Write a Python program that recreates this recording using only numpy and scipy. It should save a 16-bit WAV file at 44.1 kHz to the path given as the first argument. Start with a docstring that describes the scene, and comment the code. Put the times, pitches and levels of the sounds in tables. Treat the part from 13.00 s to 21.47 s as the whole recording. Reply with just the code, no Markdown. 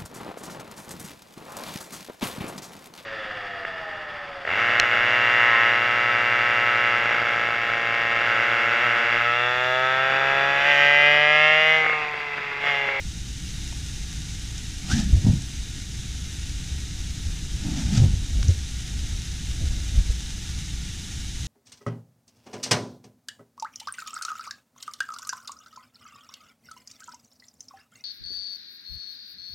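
"""Someone in waders climbs onto a wooden cabinet in a wet yard; nearly mono.
Rain-like hiss and a low drone run throughout; rumble swells with each shift of weight.
From 0.7 s the wet waders tick. Near 2 s, the hoist: they rasp and judder over the edge, the cloth
snaps taut, knocks ring the cabinet. From 4.6 s they rasp and judder again, sliding off.
At 5 s boots land on the paving with dull thuds, then step about until 7.1 s."""
import sys
import numpy as np
from scipy import signal
from scipy.fft import rfft, irfft
from scipy.io import wavfile

SR = 44100
rng = np.random.default_rng(int(sys.argv[2]) if len(sys.argv) > 2 else 0)


def file_out(sig):
    """Save sig as 16-bit WAV at sys.argv[1]."""
    # one column per channel
    cols = np.atleast_2d(sig).T
    # limit, then scale
    lim = np.clip(cols, -1, 1)
    pcm = np.round(lim * 32767).astype(np.int16)
    wavfile.write(sys.argv[1], SR, pcm)


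N = 373527
TIME_S = np.arange(N) / SR
BINS_HZ = np.fft.rfftfreq(N, 1 / SR)


def amp(db):
    """dB to gain."""
    return 10 ** (np.asarray(db) / 20)


def unit_rms(x):
    """Scale to rms 1."""
    return x / np.sqrt(np.mean(x ** 2) + 1e-20)


def spectrum_db(points):
    """Interpolate (f/Hz, level/dB) points over log frequency."""
    hz, db = np.transpose(points)
    return np.interp(np.log(BINS_HZ + 1), np.log(hz + 1), db)


def coloured(x, db):
    """Filter x by a gain per bin; rms 1."""
    return unit_rms(irfft(rfft(x) * amp(db), len(x)))


def add(mix, at_s, sound):
    """Mix a sound in at at_s."""
    part = mix[round(at_s * SR):][:len(sound)]
    part += sound[:len(part)]


def grains(per_s, spread_db):
    """Random clicks, many small, few large; rms 1."""
    size = amp(spread_db * np.minimum(rng.exponential(1, N), 4))
    return unit_rms(size * rng.standard_normal(N) * (rng.random(N) < per_s / SR))


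def waver(rate_hz, depth_db):
    """Random gain, varying mostly below rate_hz."""
    drift = irfft(rfft(rng.standard_normal(N)) / (1 + (BINS_HZ / rate_hz) ** 2), N)
    return amp(depth_db * unit_rms(drift))


def swell(peak_s, rise_s, fall_s, shape=0.86):
    """Gain peaking at 1; shape 1 is pointed, 2 rounded."""
    width_s = np.where(TIME_S < peak_s, rise_s, fall_s)
    return np.exp(-(abs(TIME_S - peak_s) / width_s) ** shape)


def resonance(x, hz, width_hz):
    """Moving resonance, double pole for steep skirts; rms 1."""
    carrier = np.exp(2j * np.pi * np.cumsum(hz) / SR)
    pole = np.exp(-np.pi * width_hz / SR)
    baseband = signal.lfilter([1], np.convolve([1, -pole], [1, -pole]), x / carrier)
    return unit_rms((carrier * baseband).real)


def thud(db, hz, t60_s, rise_s, scuff_db):
    """Soft, heavy contact: a dying sine, and a dull scuff as the surfaces settle."""
    t = np.arange(SR // 3) / SR
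    envelope = (1 - np.exp(-(t / rise_s) ** 2)) * amp(-60 * t / t60_s)
    band = signal.butter(3, [280, 540], "band", fs=SR, output="sos")
    scuff = unit_rms(signal.sosfilt(band, rng.standard_normal(len(t))))
    return amp(db) * envelope * (np.sin(2 * np.pi * hz * t) + amp(scuff_db) * scuff)


def hiss(peak_width_hz=20, patter_db=-9, low_cut_hz=330):
    """Rain-like wash with dense patter, tinted by narrow resonances."""
    # broad spectrum: f/Hz, relative level/dB
    outline = [(560, -19), (760, -7), (950, -10), (1090, -18.5), (1450, -5), (2500, -3.5), (3300, 0.5),
               (3780, 3.5), (4400, -3), (6300, 2.5), (7700, -5), (9700, -9.5), (11200, -18), (15000, -25.5)]
    # resonances and notches: f/Hz, gain/dB
    peaks = [(1173, 8.5), (1291, 4.5), (1442, 3.5), (1668, 4), (1808, 1.5), (1894, 5), (2110, 5),
             (2196, -5.5), (2260, 5.5), (2340, -3), (2433, 4.5), (2648, -2), (2713, 3), (2770, 2.5),
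             (2853, 3.5), (2993, 1.5), (3100, 3), (3154, 1), (3219, -24), (3649, -3), (3730, 3.5),
             (4457, 3.5), (5071, 4.5), (6503, 0.5)]
    # loudness curve: t/s, level/dB
    levels = [(0, -42), (.55, -40), (2.8, -40.5), (5.2, -40.5), (5.8, -40), (8.47, -39.7)]
    colour_db = spectrum_db(outline) - 10 * np.log10(1 + (low_cut_hz / (BINS_HZ + 1)) ** 4)
    colour_db += sum(db * np.exp(-.5 * ((BINS_HZ - hz) / peak_width_hz) ** 2) for hz, db in peaks)
    wash = rng.standard_normal(N) + amp(patter_db) * grains(per_s=2500, spread_db=5.0)
    gain = amp(np.interp(TIME_S, *np.transpose(levels)))
    return coloured(wash, colour_db) * gain * waver(rate_hz=31, depth_db=0.5)


def drone(level_db=-32.5):
    """Steady low noise of the yard."""
    # spectrum: f/Hz, relative level/dB
    outline = [(12, -6), (27, -1), (45, -4.5), (59, 4), (85, -5), (125, -7.5), (170, -10), (205, -17),
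               (310, -20.5), (370, -29.5), (470, -34), (560, -43.5), (1000, -77)]
    return amp(level_db) * coloured(rng.standard_normal(N), spectrum_db(outline))


def fizz(level_db=-62.5):
    """Faint steady noise above 10 kHz."""
    # spectrum: f/Hz, relative level/dB
    outline = [(10000, -45), (11200, -14), (12200, 3), (13500, 0), (15000, -4.5)]
    return amp(level_db) * coloured(rng.standard_normal(N), spectrum_db(outline))


def wader_ticks(decay_s=0.0012, tail_db=-22, tail_s=0.019, top_hz=8000):
    """Wet waders snap: short noise bursts, each in its own band, with a faint tail."""
    # snaps: t/s, peak level/dB, centre f/Hz, spread/octaves
    snaps = [(.7125, -29, 4500, 1), (0.726, -40.5, 760, 0.26), (1.58, -24, 5800, .45),
             (2.0003, -21, 6000, .5), (2.248, -30, 5700, 0.55), (2.421, -28, 6200, .4),
             (4.974, -25, 5200, 0.5), (5.43, -20.5, 5440, 0.43), (5.429, -19.5, 1780, 0.9),
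             (5.4825, -20.5, 5800, 0.21)]
    out, t = np.zeros(N), np.arange(2048) / SR
    hz = np.fft.rfftfreq(len(t), 1 / SR)
    envelope = np.exp(-t / decay_s) + amp(tail_db) * np.exp(-t / tail_s)
    lead = len(t) // 8  # room for the filter's pre-ring
    for at_s, db, centre_hz, spread_oct in snaps:
        band = np.exp(-.5 * (np.log2((hz + 1) / centre_hz) / spread_oct) ** 2)
        band /= np.hypot(1, (hz / top_hz) ** 4)
        burst = np.roll(envelope * rng.standard_normal(len(t)), lead)
        snap = irfft(rfft(burst) * band)
        add(out, at_s - lead / SR, amp(db) * snap / abs(snap).max())
    return out


def body_rumble(rise_share=0.33):
    """Lumpy deep noise, swelling with each shift of weight."""
    # spectrum: f/Hz, relative level/dB
    outline = [(12, -11), (27, 1), (55, 2), (80, 0.5), (125, -15), (200, -19.5), (300, -30), (450, -41.5),
               (700, -40.5), (1100, -69)]
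    # weight shifts: peak t/s, level/dB, length/s
    moves = [(1.05, -38, 0.44), (2.13, -20.5, 0.26), (3.72, -31.5, 0.46), (4.303, -32, .6),
             (4.946, -22, 0.29), (5.4, -20.5, .22), (5.997, -29.5, 0.55), (6.68, -23, .7),
             (7.548, -40, 0.83)]
    power = sum((amp(db) * swell(at_s, rise_share * span_s, (1 - rise_share) * span_s, shape=1.3)) ** 2
                for at_s, db, span_s in moves)
    rumble = coloured(rng.standard_normal(N), spectrum_db(outline))
    return rumble * np.sqrt(power) * waver(rate_hz=4.3, depth_db=4.5)


def wader_drag(slips):
    """Coated cloth catches and slips on the edge, rasping and drumming the hollow cabinet."""
    # cloth spectrum: f/Hz, relative level/dB
    rasp_outline = [(300, -29), (560, -12), (750, 5), (950, -9), (1080, -17), (1250, -0.5), (2300, 0),
                    (3700, 4), (4400, 1), (6000, 5), (7500, -2), (9500, -12.5), (11500, -23.5),
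                    (15000, -29)]
    # cabinet spectrum: f/Hz, relative level/dB
    drum_outline = [(25, 3.5), (60, -15), (120, 3.5), (190, 6.5), (260, -7.5), (330, -6), (420, -24),
                    (560, -23.5), (900, -24), (1500, -56)]
    # pulls: peak t/s, rise/s, fall/s, rasp level/dB, drum level/dB
    pulls = [(1.914, 0.017, 0.035, -28, -26), (1.995, 0.045, .034, -34.5, -27),
             (2.275, 0.024, 0.043, -44.5, -19), (4.665, 0.023, 0.068, -47, -28),
             (4.8, 0.081, 0.068, -38, -31), (4.973, 0.04, 0.024, -30.5, -26.5),
             (5.04, 0.018, .03, -43, -21.5)]
    rasp = coloured(slips, spectrum_db(rasp_outline)) * waver(rate_hz=130, depth_db=0.64)
    drum = coloured(slips, spectrum_db(drum_outline))
    return sum(swell(at_s, rise_s, fall_s) * (amp(rasp_db) * rasp + amp(drum_db) * drum)
               for at_s, rise_s, fall_s, rasp_db, drum_db in pulls)


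def rubber_judder(slips, attack_s=0.024, release_s=0.016, sag_hz_per_s=320, fade_db_per_s=18):
    """Rubber judders on wood, slowing and weakening until each slide ends."""
    # slides: start t/s, length/s, level/dB, initial f/Hz
    slides = [(1.908, 0.19, -29, 243), (4.644, 0.32, -37.5, 298), (4.912, .035, -23.5, 194)]
    out = np.zeros(N)
    for start_s, length_s, db, hz in slides:
        age_s = np.clip(TIME_S - start_s, 0, length_s)
        attack = np.minimum(age_s / attack_s, 1)
        release = np.exp(-np.maximum(TIME_S - start_s - length_s, 0) / release_s)
        judder = resonance(slips, hz - sag_hz_per_s * age_s, width_hz=82)
        out += judder * attack * release * amp(db - fade_db_per_s * age_s)
    return out


def taut_cloth(slips, at_s=1.918, rise_s=0.012, stretch_s=0.021, slack_hz=1260, taut_hz=1740):
    """Cloth snaps tight: a hollow ring flares, climbs with tension and lingers."""
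    tension = .5 + .5 * np.tanh((TIME_S - at_s) / stretch_s)
    ring = resonance(slips, slack_hz + (taut_hz - slack_hz) * tension, width_hz=340)
    flare = amp(-34.5) * swell(at_s, rise_s, fall_s=0.013)
    linger = amp(-39.5) * swell(at_s, rise_s, fall_s=0.07)
    return ring * (flare + linger)


def cabinet_knocks(t60_cycles=11.6, ring_db=-26, ring_rise_s=0.0026):
    """Knees, boots and hands thud on the cabinet and ring its panels."""
    # blows: t/s, level/dB, thud f/Hz
    knocks = [(1.929, -12, 84), (2.128, -9.5, 63), (2.145, -9.5, 97.6), (2.243, -5.5, 92),
              (2.266, -2.5, 172), (2.292, -5.5, 106), (2.329, -14, 160), (4.848, -17.5, 64),
              (4.974, -2.5, 118)]
    # panel modes: f/Hz, relative level/dB, t60/s
    modes = [(62.5, 2.5, 0.84), (96, 11, 0.52), (136.2, 13.5, 0.48), (174, -9, 0.18), (234, 8, .22),
             (267, 1.5, 0.39), (332, -21, 0.22), (367, -22, 0.19), (428, -23, .2), (727, -28, .15)]
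    out, t = np.zeros(N), np.arange(SR // 2) / SR
    for at_s, db, hz in knocks:
        add(out, at_s, thud(db, hz, t60_cycles / hz, rise_s=0.0037, scuff_db=-34))
        ring = np.zeros(len(t))
        for mode_hz, mode_db, t60_s in modes:
            mode = amp(mode_db - 60 * t / t60_s) * np.sin(2 * np.pi * (mode_hz * t + rng.random()))
            ring += mode / np.hypot(1, mode_hz / (2 * hz))  # soft blows barely reach high modes
        add(out, at_s, amp(db + ring_db) * ring * (1 - np.exp(-t / ring_rise_s)))
    return out


def boot_steps(scuff_db=-28, scuff_db_per_db=0.57):
    """Soft soles thud on paving; light steps hardly scuff."""
    # contacts: t/s, level/dB, thud f/Hz, t60/s
    steps = [(4.998, 1.5, 62.4, 0.027), (5.0164, 2, 104.6, 0.063), (5.037, -4.5, 94.5, 0.14),
             (5.134, -11, 88.5, 0.1), (5.385, -9, 62, 0.036), (5.439, -4.5, 98, 0.028),
             (5.4856, -3.5, 86.4, 0.16), (6.623, -7, 41.5, 0.066), (6.768, -12, 49, 0.075),
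             (6.951, -17, 62, .1), (7.095, -6, 45.3, 0.069)]
    out = np.zeros(N)
    for at_s, db, hz, t60_s in steps:
        add(out, at_s, thud(db, hz, t60_s, rise_s=0.0045, scuff_db=scuff_db + scuff_db_per_db * db))
    return out


def scene():
    """Stereo mix: fizz in antiphase, all else centred."""
    mid = hiss() + drone() + wader_ticks() + body_rumble()
    slips = grains(per_s=4300, spread_db=2.5) + amp(3) * rng.standard_normal(N)  # wader friction
    mid += wader_drag(slips) + rubber_judder(slips) + taut_cloth(slips)
    mid += cabinet_knocks() + boot_steps()
    side = fizz()
    return np.array([mid + side, mid - side])


def record(dry):
    """Band limit: low-pass at 15250 Hz."""
    low_pass = signal.firwin(511, 15250, window=("kaiser", 9), fs=SR)
    return signal.oaconvolve(dry, low_pass[None], "same")


dry = scene()
out = record(dry)
file_out(out)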